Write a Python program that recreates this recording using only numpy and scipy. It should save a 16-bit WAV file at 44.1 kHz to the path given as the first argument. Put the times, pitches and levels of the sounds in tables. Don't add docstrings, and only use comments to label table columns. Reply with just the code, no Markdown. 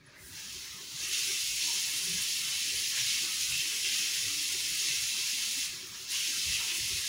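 import sys
import numpy as np
from scipy import signal
from scipy.fft import rfft, irfft
from scipy.io import wavfile

SR = 44100
rng = np.random.default_rng(int(sys.argv[2]) if len(sys.argv) > 2 else 0)


def output_pcm(signal):
    pcm = np.clip(np.atleast_2d(signal).T, -1, 1) * 32767
    wavfile.write(sys.argv[1], SR, np.round(pcm).astype(np.int16))


N = 312228
T = np.arange(N) / SR
HZ = np.maximum(np.arange(N // 2 + 1) * SR / N, 1)


def water():
    # [t/s, level/dB]
    flow = [(0.0, -77), (0.07, -65), (0.17, -64), (0.31, -52.5), (0.37, -45.5), (0.52, -44.5),
            (0.85, -46.5), (0.98, -41.5), (1.005, -37.5), (1.2, -35.1), (4.9, -35), (5.64, -35.5),
            (5.70, -41), (5.89, -48), (5.95, -44), (6.07, -45.5), (6.11, -35), (7.07, -35.5)]
    # [start t/s, spatter lift/dB, bubbling lift/dB, fall time/s]
    surges = [(1.06, -4.5, 2, .03), (1.115, 4.5, 4.5, 0.057), (1.44, -0.8, -3, .13), (1.61, 4, 3, 0.12),
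              (1.86, -1.5, 3.5, .1), (2.295, 1, -1, 0.057), (2.41, -1.5, 3.5, .06), (2.96, 2, 8, 0.2),
              (3.075, 2.5, 1, 0.056), (3.26, -2.5, 1.5, 0.11), (3.395, 3.8, -1.5, 0.045),
              (3.62, -1.5, 0, .1), (3.85, 1.5, 7.5, .06), (3.925, 2.3, 3, 0.13), (4.61, -1.5, -2, 0.069),
              (4.78, 2.5, -1, .1), (4.86, 0.8, 2, .1), (5.17, 1, 2, 0.12), (6.51, 3, -0.5, 0.1),
              (6.58, -2.5, 4.5, 0.14), (6.71, -1.5, 3, 0.047)]
    rise_s = 0.017
    times, levels = np.transpose(flow)
    flow_db = np.interp(T, times, levels)
    surge_db, stir_db = np.zeros(N), np.zeros(N)
    for start_s, spatter_lift, bubbling_lift, fall_s in surges:
        shape = swell(start_s + rise_s, rise_s, fall_s)
        surge_db += spatter_lift * shape
        stir_db += bubbling_lift * shape
    return flow_db, surge_db, stir_db


def follow(flow_db, full_db, slope, lag_s):
    late_flow_db = np.interp(T - lag_s, T, flow_db)
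    return full_db + slope * (late_flow_db - np.median(flow_db))


def fat_drop_level(flow_db, surge_db, stir_db):
    level_db = follow(flow_db, full_db=-41, slope=1.11, lag_s=0.02)
    level_db = level_db + 0.61 * surge_db + 0.23 * stir_db
    return level_db + 0.93 * splats(per_s=30, decay_s=0.056)


def spray_level(flow_db, surge_db):
    starts_s, grows_s, off_db = 0.17, 0.05, -26
    least_flow_db = -46
    level_db = follow(np.maximum(flow_db, least_flow_db), full_db=-40, slope=1.23, lag_s=0.01)
    still_off = (1 - np.tanh((T - starts_s) / grows_s)) / 2
    return level_db + 0.27 * surge_db + off_db * still_off


def drop_clicks(flow_db, drops_per_s=18000):
    density = np.sqrt(undb(flow_db - np.median(flow_db)))
    clicks = impacts(drops_per_s * density, spread_db=1.37) / np.sqrt(density)
    return walls(clicks, wet_db=1.5, t60=0.27)


def mist(spray_db, flicker_db, cap_db=-59):
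    droplets = impacts(4000, spread_db=2)
    fizz = unit(irfft(rfft(droplets) * resonance(15000, 1800) ** 2, N))
    return fizz * undb(np.minimum(spray_db - 5, cap_db) + 1.3 * flicker_db)


def spatter(flow_db, surge_db, stir_db):
    # [f/Hz, relative level/dB]
    splash_colour = [(600, -60), (1000, -37), (1600, -17.5), (2000, -5), (2700, 1.5), (3400, 2.5),
                     (6600, 3.5), (8100, -4), (9300, -1), (10500, -1.5), (13800, -16), (14700, -8),
                     (15800, -10)]
    # [f/Hz, lift/dB before the extra lift]
    rings = [(1782, 2.6), (1911, 2.1), (2003, 3.3), (2067, 4.0), (2175, 3.1), (2562, 3.0), (2611, 2.8),
             (2676, 5.7), (2735, 3.4), (2998, 2.2), (3101, 2.1), (3144, 2.7), (3919, 3.1), (4075, 2.2),
             (4484, 2.1), (4538, 2.2), (4700, 2.1), (5286, 2.9), (5421, 4.2), (5717, 2.1), (5760, 2.1),
             (6045, 2.2), (6428, 2.6)]
    extra_lift_db, ring_width_hz = 1.5, 19
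    fat_db = fat_drop_level(flow_db, surge_db, stir_db)
    fine_db = spray_level(flow_db, surge_db)

    ringing = 1
    for hz, lift_db in rings:
        ringing = ringing + (undb(extra_lift_db + lift_db) - 1) * resonance(hz, ring_width_hz)
    spectrum = rfft(colour(drop_clicks(flow_db), splash_colour)) * ringing

    fat = 1 / (1 + (HZ / 3300) ** 12)
    fine = 1 / (1 + (7500 / HZ) ** 20)
    burst_db = 0.31 * splats(per_s=83, decay_s=0.011)
    flicker_db = 0.82 * splats(per_s=22, decay_s=0.013)
    sizes = [(fat, fat_db), (1 - fat - fine, flow_db + surge_db), (fine, fine_db + flicker_db)]
    drops = np.zeros(N)
    for share, level_db in sizes:
        drops += unit(irfft(spectrum * share, N)) * undb(level_db + burst_db)
    return drops + mist(fine_db, flicker_db)


def gurgle(flow_db, stir_db):
    # [f/Hz, relative level/dB]
    gurgle_colour = [(300, -30), (450, -4.5), (600, -13.5), (780, -13), (950, -4.5), (1400, 0), (1900, 4),
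                     (2400, -1), (3200, -13), (12000, -25)]
    level_db = follow(flow_db, full_db=-54.5, slope=0.21, lag_s=0.025)
    level_db = level_db + stir_db + 1.5 * walk(8.4)
    plinks = bubbles(count=2200, low_hz=483.5, high_hz=2894, cycles=15.4, spread_db=8, glide=0.0077)
    echoed = walls(plinks, wet_db=4, t60=0.39)
    return unit(colour(echoed, gurgle_colour)) * undb(level_db)


def small_sounds():
    # [peak t/s, pitch f/Hz, level/dB, rise plus fall time/s]
    bumps = [(.95, 147, -54, 0.043), (1.306, 384, -53.5, .08), (2.108, 392, -55.5, 0.15),
             (2.147, 175.5, -48, 0.16), (3.042, 121, -51, 0.062), (3.245, 328, -54.5, 0.074),
             (3.526, 134, -55.5, 0.14), (4.44, 296, -59.5, 0.19), (5.59, 268, -54, 0.048),
             (5.72, 123, -60, .06), (6.477, 124, -56, 0.044), (6.77, 340, -56, .11), (6.837, 114, -50, .04)]
    # [peak t/s, pitch f/Hz, level/dB]
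    hollow_splashes = [(0.078, 1720, -62), (.11, 605, -65.5), (1.69, 934, -51.5), (2.75, 500, -60),
                       (3.53, 2650, -37.5), (3.74, 436, -60), (6.16, 2850, -37.5), (6.622, 936, -54.5)]
    rise_share = 0.59
    out = ring(swell(0.067, rise_s=0.01, fall_s=0.02), hz=10160, width_hz=250, db=-62)
    for peak_s, hz, db, length_s in bumps:
        envelope = swell(peak_s, rise_share * length_s, (1 - rise_share) * length_s)
        out += ring(envelope, hz, 0.15 * hz, db)
    for peak_s, hz, db in hollow_splashes:
        out += ring(swell(peak_s, rise_s=0.028, fall_s=0.068), hz, 0.12 * hz, db)
    return out


def far_rain(level_db=-66):
    # [f/Hz, relative level/dB]
    hiss_colour = [(400, -12), (600, 5), (780, -8), (1000, 2.5), (1400, 6), (1900, -5), (2600, 1),
                   (4800, 7), (6500, -30), (8000, -33), (15000, -27)]
    drift_db = 2.5 * walk(4)
    hiss = unit(colour(impacts(6000, spread_db=1.5), hiss_colour))
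    return hiss * undb(level_db + drift_db)


def rumble(level_db=-60.5, growth_db_per_s=0.34):
    # [f/Hz, relative level/dB]
    rumble_colour = [(30, -13), (70, -3), (125, 1), (180, 0), (240, -3.5), (300, 2), (335, -5), (380, 2.5),
                     (440, -11), (700, -23.5), (1200, -23), (5000, -80)]
    plops = bubbles(count=260, low_hz=94.0, high_hz=680, cycles=5.9, spread_db=10.5, glide=0.003)
    drips = unit(colour(walls(plops, wet_db=0, t60=0.25), rumble_colour)) * undb(-2.0)
    steady = unit(colour(noise(), rumble_colour)) * undb(-4 - 0.5 * walk(9.0))
    growth_db = growth_db_per_s * (T - T.mean())
    return (steady + drips) * undb(level_db + growth_db)


def air(breeze_db=-71.5, restless_db=3.0):
    # [f/Hz, relative level/dB]
    air_colour = [(10, -30), (25, -25), (42, -7.5), (65, 1.5), (100, -1.5), (150, -7.5), (300, -27),
                  (1500, -71)]
    # [peak t/s, level/dB]
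    puffs = [(.23, -60), (.35, -56), (.56, -58), (1.06, -61), (1.52, -57), (2.14, -56.5), (2.58, -65),
             (2.76, -58), (2.98, -69), (3.42, -60), (3.52, -54), (4.14, -65), (4.28, -55), (4.73, -61.5),
             (5.03, -62), (5.7, -61), (6.5, -45.5), (6.82, -54), (6.95, -51)]
    strength = undb(breeze_db + restless_db * walk(5.1))
    for peak_s, db in puffs:
        strength = strength + undb(db) * swell(peak_s, rise_s=0.037, fall_s=0.048)
    return unit(colour(noise(), air_colour)) * strength


def impacts(per_s, spread_db):
    lands = rng.random(N) < per_s / SR
    size = undb(spread_db * np.minimum(rng.exponential(size=N), 6))
    return unit(lands * size * rng.choice([-1, 1], N))


def bubbles(count, low_hz, high_hz, cycles, spread_db, glide):
    out = np.zeros(N)
    for when, pitch, size in rng.random((count, 3)):
        hz = low_hz * (high_hz / low_hz) ** pitch
        start = int(when * N)
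        length = min(int(5 * cycles / hz * SR), N - start)
        age = T[:length] * hz / cycles
        tone = np.exp(-age) * np.sin(2 * np.pi * cycles * age * (1 + glide * age))
        out[start:start + length] += undb(spread_db * size) * hz * tone
    return unit(out)


def splats(per_s, decay_s):
    kicks = (rng.random(N) < per_s / SR) * rng.random(N)
    trail = signal.lfilter([1], [1, -np.exp(-1 / (decay_s * SR))], kicks)
    return unit(trail - trail.mean())


def walls(x, wet_db, t60):
    places = np.array([walk(40) for _ in range(6)])
    places /= np.linalg.norm(places, axis=0)
    fade = np.exp(-np.log(1000) * T / t60) * (T > 0.002)
    echo = irfft(sum(rfft(x * here) * rfft(noise() * fade) for here in places), N)
    return unit(x + undb(wet_db) * unit(echo))


def ring(envelope, hz, width_hz, db):
    sound = envelope * irfft(rfft(noise()) * resonance(hz, width_hz) ** 2, N)
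    return undb(db) * sound * np.sqrt(np.sum(envelope ** 2) / np.sum(sound ** 2))


def resonance(hz, width_hz):
    return 1 / (1 + 1j * (HZ ** 2 - hz ** 2) / (HZ * width_hz))


def swell(s, rise_s, fall_s):
    before, after = np.minimum(T - s, 0), np.maximum(T - s, 0)
    return np.exp(-(before / rise_s) ** 2 - after / fall_s)


def colour(x, points):
    hz, db = np.transpose(points)
    gain = undb(np.interp(np.log(HZ), np.log(hz), db))
    cepstrum = irfft(np.log(gain), N)
    cepstrum[1:N // 2] *= 2
    cepstrum[N // 2 + 1:] = 0
    return irfft(rfft(x) * np.exp(rfft(cepstrum)), N)


def walk(rate):
    return unit(irfft(rfft(noise()) / (1 + (HZ / rate) ** 4), N))


def noise():
    return rng.standard_normal(N)


def undb(db):
    return 10 ** (np.asarray(db) / 20)


def unit(x):
    return x / np.sqrt(np.mean(x ** 2))


def scene():
    flow_db, surge_db, stir_db = water()
    close = spatter(flow_db, surge_db, stir_db) + gurgle(flow_db, stir_db) + small_sounds()
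    background = far_rain() + rumble() + air()
    mono = close + background
    return np.array([mono, mono])


def record(dry):
    top_cut = signal.ellip(12, 0.1, 80, 15750, fs=SR, output="sos")
    return signal.sosfilt(top_cut, dry)


dry = scene()
out = record(dry)
output_pcm(out)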